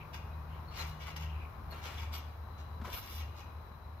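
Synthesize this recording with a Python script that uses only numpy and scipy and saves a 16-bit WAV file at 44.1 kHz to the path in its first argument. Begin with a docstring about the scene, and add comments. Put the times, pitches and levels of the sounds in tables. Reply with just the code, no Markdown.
"""A distant engine, a wash of traffic and a thin insect-like trill run throughout.
Someone bounces three times on an old garden trampoline. As the mat stretches and recoils, rusty
spring hooks stick and slip on the frame: they creak, squeak and set the coils ringing.
The jumper takes off into a flip. At 2.8 s the last landing thuds into the mat and cracks
against the frame; a few more creaks follow and the frame tube rings out."""
import sys
import numpy as np
from scipy import signal
from scipy.fft import rfft, irfft
from scipy.io import wavfile
from scipy.ndimage import uniform_filter1d

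SR = 44100
rng = np.random.default_rng(int(sys.argv[2]) if len(sys.argv) > 2 else 0)


def put_to_file(sound):
    """Save the sound as 16-bit audio at rate SR, in the file named by the first command-line argument."""
    columns = np.atleast_2d(sound).T  # one column per channel
    safe = np.clip(columns, -1, 1)
    whole_steps = np.round(safe * 32767)
    wavfile.write(sys.argv[1], SR, whole_steps.astype(np.int16))


N = 176400
T, HZ = np.arange(N) / SR, np.fft.rfftfreq(N, 1 / SR) + 1e-3
BODY_EDGE_HZ, RASP_EDGE_HZ = 3500, 8700  # registers, low to high: body, rasp, sizzle

# Engine drone pitch. Each row: time in seconds, pitch in Hz.
DRONE_PITCH = [(1.4, 76.83), (1.65, 75.64)]
# Engine drone level. Each row: time in seconds, level in dB.
DRONE_LEVEL = [(0, -60), (.14, -47), (.6, -47.5), (.9, -39), (1.1, -51.5), (1.28, -40), (1.57, -59),
               (1.72, -45), (2.15, -42.5), (2.82, -48.5), (3.05, -58), (3.24, -41), (3.48, -55),
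               (3.63, -48), (4, -51.5)]
# Octave above the drone. Each row: time in seconds, level in dB.
OCTAVE_LEVEL = [(0, -59.5), (.8, -52.5), (1.3, -56.5), (1.7, -63), (2.2, -64), (4, -70.5)]
# Weaker engine lines. Each row: multiple of the shaft rate, level in dB.
SHAFT_LINES = [(2, -64), (4, -58.5)]
# Traffic spectrum. Each row: frequency in Hz, relative density in dB, left minus right in dB.
TRAFFIC_SPECTRUM = [(22.2, -25, 5), (49.8, 5, -0.5), (83, 8, 2.5), (152, -7, 6), (229, -7, 1.5),
                    (272, -13, 4), (550, -12.5, 4), (1063, -6, 3.5), (1367, -13, 6.5), (1775, -19.5, 7.5),
                    (3030, -29.5, 6.5), (5500, -35, 7.5), (8700, -50.5, -3), (11600, -33, -4),
                    (15900, -36.5, -2)]
# Traffic stereo image. Each row: frequency in Hz, left-right correlation.
TRAFFIC_CORRELATION = [(90, 0.96), (250, 0.88), (1000, 0.38), (3000, 0), (12000, 0)]
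# Traffic level. Each row: time in seconds, level in dB.
TRAFFIC_LEVEL = [(0, -48), (2.5, -48.5), (4, -51)]
# Trill level. Each row: time in seconds, level in dB.
TRILL_LEVEL = [(2.1, -76), (2.55, -72), (4, -73)]
# Slackening coils. Each row: start and hold in seconds, initial pitch in Hz, level in dB.
ZINGS = [(0.0, 0.016, 2470, -55.5), (1.22, 0.11, 2950, -60.5), (1.343, 0.11, 2570, -60),
         (1.983, 0.07, 2370, -59)]
# Hook creaks. Each row: start, rise and hold in seconds, then body, rasp and sizzle drive in dB.
CREAKS = [(0.125, 0.017, 0.0059, -46, -53.5, -59), (0.47, 0.055, 0.035, -58, -80, -76),
          (0.695, 0.099, 0.026, -47, -53, -70), (0.747, 0.031, 0.042, -46.5, -51, -55),
          (0.862, 0.004, .025, -85, -60, -57.5), (0.985, 0.029, 0.024, -49, -58, -64),
          (1.053, 0.014, 0.033, -47, -56.5, -61), (1.186, 0.02, 0.034, -51.5, -58.5, -61.5),
          (1.695, 0.017, 0.087, -54.5, -67, -66.5), (1.807, 0.043, 0.02, -45.5, -51.5, -57.5),
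          (1.878, .01, 0.068, -54.5, -60, -64), (1.958, 0.023, 0.054, -51, -57, -62.5),
          (2.115, 0.023, 0.022, -47.5, -48, -57), (2.571, 0.014, 0.02, -59.5, -63.5, -88),
          (2.835, 0.013, 0.026, -54, -58, -60), (2.889, .01, 0.018, -56, -57.5, -58),
          (2.916, 0.014, 0.016, -44.5, -48.5, -52.5), (2.964, 0.0072, 0.0077, -50, -51, -47.5),
          (3.001, 0.026, 0.052, -54, -58.5, -57.5), (3.089, 0.0082, 0.092, -55, -55.5, -52),
          (3.188, 0.018, 0.0056, -49.5, -56.5, -62), (3.336, 0.05, 0.02, -54, -60.5, -67)]
# Creak spectrum. Each row: frequency in Hz, relative density in dB.
CREAK_SPECTRUM = [(120, -14), (250, -6.5), (500, -6.5), (900, 1.5), (1800, -2.5), (2800, 0), (3600, -5.5),
                  (4500, -8), (6500, -12.5), (8500, -25.5), (10500, -17), (13000, -9), (15500, -19.5)]
# Coil modes. Each row: frequency in Hz, relative energy in dB, T60 in seconds.
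COIL_MODES = [(1888, -3, .35), (2030, -5, .3), (2302, -2, .45), (2475, -3, .55), (2768, 0, .35),
              (2908, -1, .3), (4142, -6, .15), (4496, -10, .12), (6905, -14, .15)]
# Rings of the frame tube. Each row: start in seconds, level in dB.
FRAME_RINGS = [(0.14, -64), (3.19, -66), (3.381, -73.5)]
# Frame modes at the landing. Each row: frequency in Hz, relative level in dB, T60 in seconds.
CRACK_MODES = [(1009, -1.5, 0.077), (1270, -7, 0.08), (1465, -12, .1)]
# Hook squeaks. Each row: start and hold in seconds, pitch in Hz, level in dB.
SQUEAKS = [(0.675, 0.098, 4290, -66), (0.74, 0.022, 5650, -65), (0.787, 0.073, 2310, -58),
           (0.792, 0.019, 4100, -48.5), (.793, 0.04, 6900, -64), (1.705, 0.006, 12900, -61),
           (1.708, 0.02, 4300, -57.5), (1.975, .022, 3360, -54), (2.128, 0.059, 13000, -52.5),
           (2.929, 0.021, 12940, -47), (2.936, 0.013, 11640, -54), (2.938, 0.056, 12030, -52)]
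# Mat slaps and stretches; the row at 2.848 s is the noisy crack of the landing against the frame. Each row:
# start in seconds, centre and width in Hz, level in dB, decay in seconds.
MAT_BLOWS = [(0.784, 1260, 1000, -50.5, 0.097), (1.72, 720, 654, -50, 0.075), (1.844, 1130, 895, -50, 0.15),
             (2.812, 420, 750, -50.5, 0.017), (2.848, 1130, 690, -46, 0.025), (2.874, 447, 450, -46, 0.034)]
# Mat bottoming out. Each row: start in seconds, pitch in Hz, level in dB.
MAT_THUDS = [(2.801, 76, -41), (2.818, 226, -42), (2.937, 60, -38.5)]


def undb(db):
    """Decibels to gain."""
    return 10 ** (np.asarray(db) / 20)


def unit(x):
    """Scale to rms 1."""
    return x / np.sqrt(np.mean(x ** 2))


def curve(table):
    """Table interpolated over time."""
    return np.interp(T, *np.transpose(table))


def spectrum(table, column=1):
    """Table column interpolated over log frequency."""
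    table = np.array(table)
    return np.interp(np.log(HZ), np.log(table[:, 0]), table[:, column])


def pan(db):
    """Stereo gains for a left-minus-right level."""
    gains = undb(np.vstack([db, -db]) / 2)
    return gains / np.sqrt(np.mean(gains ** 2, axis=0))


def stereo(mid, side, correlation):
    """Mix two independent noises to a correlated left and right."""
    return np.sqrt((1 + correlation) / 2) * mid + np.sqrt((1 - correlation) / 2) * np.array([side, -side])


def noise_spectra(correlation):
    """Spectra of stereo white noise."""
    return stereo(*rfft(rng.standard_normal((2, N))), correlation)


def band(hz, width_hz, correlation):
    """Stereo noise in one resonance."""
    detuning = (HZ - hz ** 2 / HZ) / (2.27 * width_hz)
    return unit(irfft(noise_spectra(correlation) / (1 + detuning ** 2), N))


def walk(rate_hz):
    """Smooth random drift, mean 0, rms 1."""
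    lowpass = np.exp(-(HZ / rate_hz) ** 2) * (HZ > HZ[0])
    return unit(irfft(rfft(rng.standard_normal(N)) * lowpass, N))


def sine(hz):
    """Tone of rms 1, random phase."""
    return np.sqrt(2) * np.sin(2 * np.pi * (hz * T + rng.random()))


def swell(start_s, rise_s, hold_s, release_s):
    """Linear rise, hold, exponential release."""
    attack = np.clip((T - start_s) / max(rise_s, 1 / SR), 0, 1)
    return attack * np.exp(-np.maximum(T - start_s - rise_s - hold_s, 0) / release_s)


def fade(t60_s):
    """Decay of 60 dB in t60_s."""
    return np.exp(-np.log(1000) * T / t60_s)


def ring(x, response):
    """Convolve with a stereo response scaled to unit energy."""
    response = unit(response) / np.sqrt(response.shape[1])
    return signal.oaconvolve(np.atleast_2d(x), response, axes=1)[:, :N]


def engine(waver_db=3, pan_db=1.5):
    """A far engine drones at three times its shaft rate, wavering on the wind."""
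    drone_rad = 2 * np.pi * np.cumsum(curve(DRONE_PITCH)) / SR
    shaft_rad = drone_rad / 3
    lines = [(drone_rad, curve(DRONE_LEVEL)), (2 * drone_rad, curve(OCTAVE_LEVEL))]
    lines += [(multiple * shaft_rad + 1.4 * walk(11.3), db) for multiple, db in SHAFT_LINES]
    hum = sum(undb(db + waver_db * walk(6.5)) * np.sin(phase) for phase, db in lines)
    return pan(pan_db) * np.sqrt(2) * hum


def traffic():
    """Steady tyre wash and rumble under faint hiss."""
    noise = noise_spectra(spectrum(TRAFFIC_CORRELATION))
    colour = undb(spectrum(TRAFFIC_SPECTRUM)) * pan(spectrum(TRAFFIC_SPECTRUM, column=2))
    return unit(irfft(noise * colour, N)) * undb(curve(TRAFFIC_LEVEL) + 0.5 * walk(4.9))


def trill(hz=3973, width_hz=90, pan_db=24):
    """Thin fluttering trill from the trees on the left."""
    return band(hz, width_hz, 0) * undb(curve(TRILL_LEVEL) + 2 * walk(22)) * pan(pan_db)


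def zings(sag_hz_per_s=1800, width_hz=210, release_s=0.026, pan_db=4):
    """A rough ring sags in pitch as the coils slacken."""
    out, chatter = 0, 1 + 0.5 * walk(100)
    for start_s, hold_s, hz, db in ZINGS:
        sag_hz = sag_hz_per_s * np.clip(T - start_s, 0, hold_s + release_s)
        shift = np.exp(-2j * np.pi * np.cumsum(sag_hz) / SR)
        zing = np.real(signal.hilbert(band(hz, width_hz, 0.17)) * shift)
        out += undb(db) * swell(start_s, 0.0021, hold_s, release_s) * zing
    return pan(pan_db) * out * chatter


def hook_forces(release_s=0.026, snap_s=1.161, snap_db=(-44, -47, -53)):
    """Force envelope per register: the hooks creak, and one snaps into its seat."""
    creak_power = sum((undb(row[3:])[:, None] * swell(*row[:3], release_s)) ** 2 for row in CREAKS)
    snap = undb(snap_db)[:, None] * swell(snap_s, 0, 0.0038, 0.016)
    return np.sqrt(creak_power + snap ** 2)


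def knock(correlation, t60_s=0.03):
    """Frame response to one slip: a short burst of dense modes."""
    return fade(t60_s)[:4096] * stereo(*rng.standard_normal((2, 4096)), correlation)


def springs(slips_per_s=1100, spread_db=3, hooks=4):
    """Irregular hook slips knock the frame in three registers and drive the coils."""
    onsets = rng.random(N) < slips_per_s / SR
    sizes = undb(-spread_db * np.clip(rng.standard_normal(N), -2, 2))
    slips = unit(onsets * sizes * rng.choice([-1, 1], N))
    slips /= np.sqrt(uniform_filter1d(slips ** 2, size=600) + 0.027)  # even out clusters
    # Slipping wanders among the hooks, each with its own knock.
    shares = np.exp([walk(11) for _ in range(hooks)])
    shares /= np.sqrt(np.sum(shares ** 2, axis=0))
    body, below_sizzle = (1 / (1 + (HZ / edge) ** 16) for edge in (BODY_EDGE_HZ, RASP_EDGE_HZ))
    registers = body, below_sizzle - body, 1 - below_sizzle
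    pans_db, correlations = (4.5, 1.5, -6), (0.24, -0.12, -0.32)
    out, forces = 0, hook_forces()
    for force, register, pan_db, correlation in zip(forces, registers, pans_db, correlations):
        knocks = sum(ring(slips * force * share, knock(correlation)) for share in shares)
        colour = unit(undb(spectrum(CREAK_SPECTRUM)) * np.sqrt(np.abs(register)))
        out += pan(pan_db) * irfft(rfft(knocks) * colour, N)
    return out + coils(slips * forces[0])


def coils(drive, gain_db=-6.5, wobble_hz=9, pan_db=7.5):
    """The coils ring, their pitch wobbling as the tension changes."""
    response = 0
    for hz, db, t60_s in COIL_MODES:
        mode = np.sin(2 * np.pi * (hz * T[:SR] + rng.random((2, 1))))
        response += undb(db) * fade(t60_s)[:SR] / np.sqrt(t60_s) * mode
    shift_hz = [wobble_hz * walk(10.3) for _ in range(2)]
    wobble = np.exp(2j * np.pi * np.cumsum(shift_hz, axis=1) / SR)
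    return undb(gain_db) * pan(pan_db) * np.real(signal.hilbert(ring(drive, response)) * wobble)


def frame(tube_hz=2480, tube_width_hz=55, tube_t60_s=1.6, crack_s=2.845, crack_db=-40.5, pan_db=4):
    """The frame tube rings out near the start and twice near the end; the landing cracks against it."""
    tube_gain = sum(undb(db) * swell(start_s, 0, 0, tube_t60_s / np.log(1000))
                    for start_s, db in FRAME_RINGS)
    crack = sum(undb(crack_db + db) * swell(crack_s, 0.002, 0, t60_s / np.log(1000)) * sine(hz)
                for hz, db, t60_s in CRACK_MODES)
    return pan(pan_db) * (tube_gain * band(tube_hz, tube_width_hz, 0.5) + crack)


def squeaks(jitter_hz=28, roughness=0.75, release_s=0.011, low_pan_db=7, high_pan_db=-8):
    """A hook briefly sings at one unsteady pitch."""
    out, drift_hz = 0, jitter_hz * walk(121)
    chatter = 1 + roughness * np.array([walk(320) for _ in range(2)])
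    for start_s, hold_s, hz, db in SQUEAKS:
        phase = 2 * np.pi * np.cumsum(hz + drift_hz) / SR
        tone = np.sqrt(2) * np.array([np.sin(phase), np.cos(phase)])
        pan_db = high_pan_db if hz > RASP_EDGE_HZ else low_pan_db
        out += undb(db) * swell(start_s, 0.002, hold_s, release_s) * tone * pan(pan_db)
    return out * chatter


def mat(blow_rise_s=0.0033, thud_decay_s=0.011, pan_db=3):
    """Feet slap the fabric, which crunches as it stretches and thuds as it bottoms out; the last landing cracks
    against the frame with a noisy burst."""
    blows = sum(undb(db) * swell(start_s, blow_rise_s, 0, decay_s) * band(hz, width_hz, 0.84)
                for start_s, hz, width_hz, db, decay_s in MAT_BLOWS)
    thuds = sum(undb(db) * swell(start_s, 0.002, 0, thud_decay_s) * sine(hz)
                for start_s, hz, db in MAT_THUDS)
    return pan(pan_db) * (blows + thuds)


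def tree_echo(sound, gain_db=-8, t60_s=0.57, rise_s=0.051, cutoff_hz=4560):
    """Trees scatter back a faint, dull echo."""
    response = irfft(noise_spectra(0.63), N) * fade(t60_s) * np.clip(T / rise_s, 0, 1)
    lowpass = signal.butter(1, cutoff_hz, fs=SR, output="sos")
    return undb(gain_db) * signal.sosfilt(lowpass, ring(sound, response))


def scene():
    """Trampoline, echo and background."""
    trampoline = springs() + squeaks() + zings() + mat() + frame()
    return trampoline + tree_echo(trampoline) + engine() + traffic() + trill()


def record(dry):
    """Steep low-pass at 15550 Hz."""
    return signal.sosfilt(signal.ellip(10, 0.2, 80, 15550, fs=SR, output="sos"), dry)


dry = scene()
out = record(dry)
put_to_file(out)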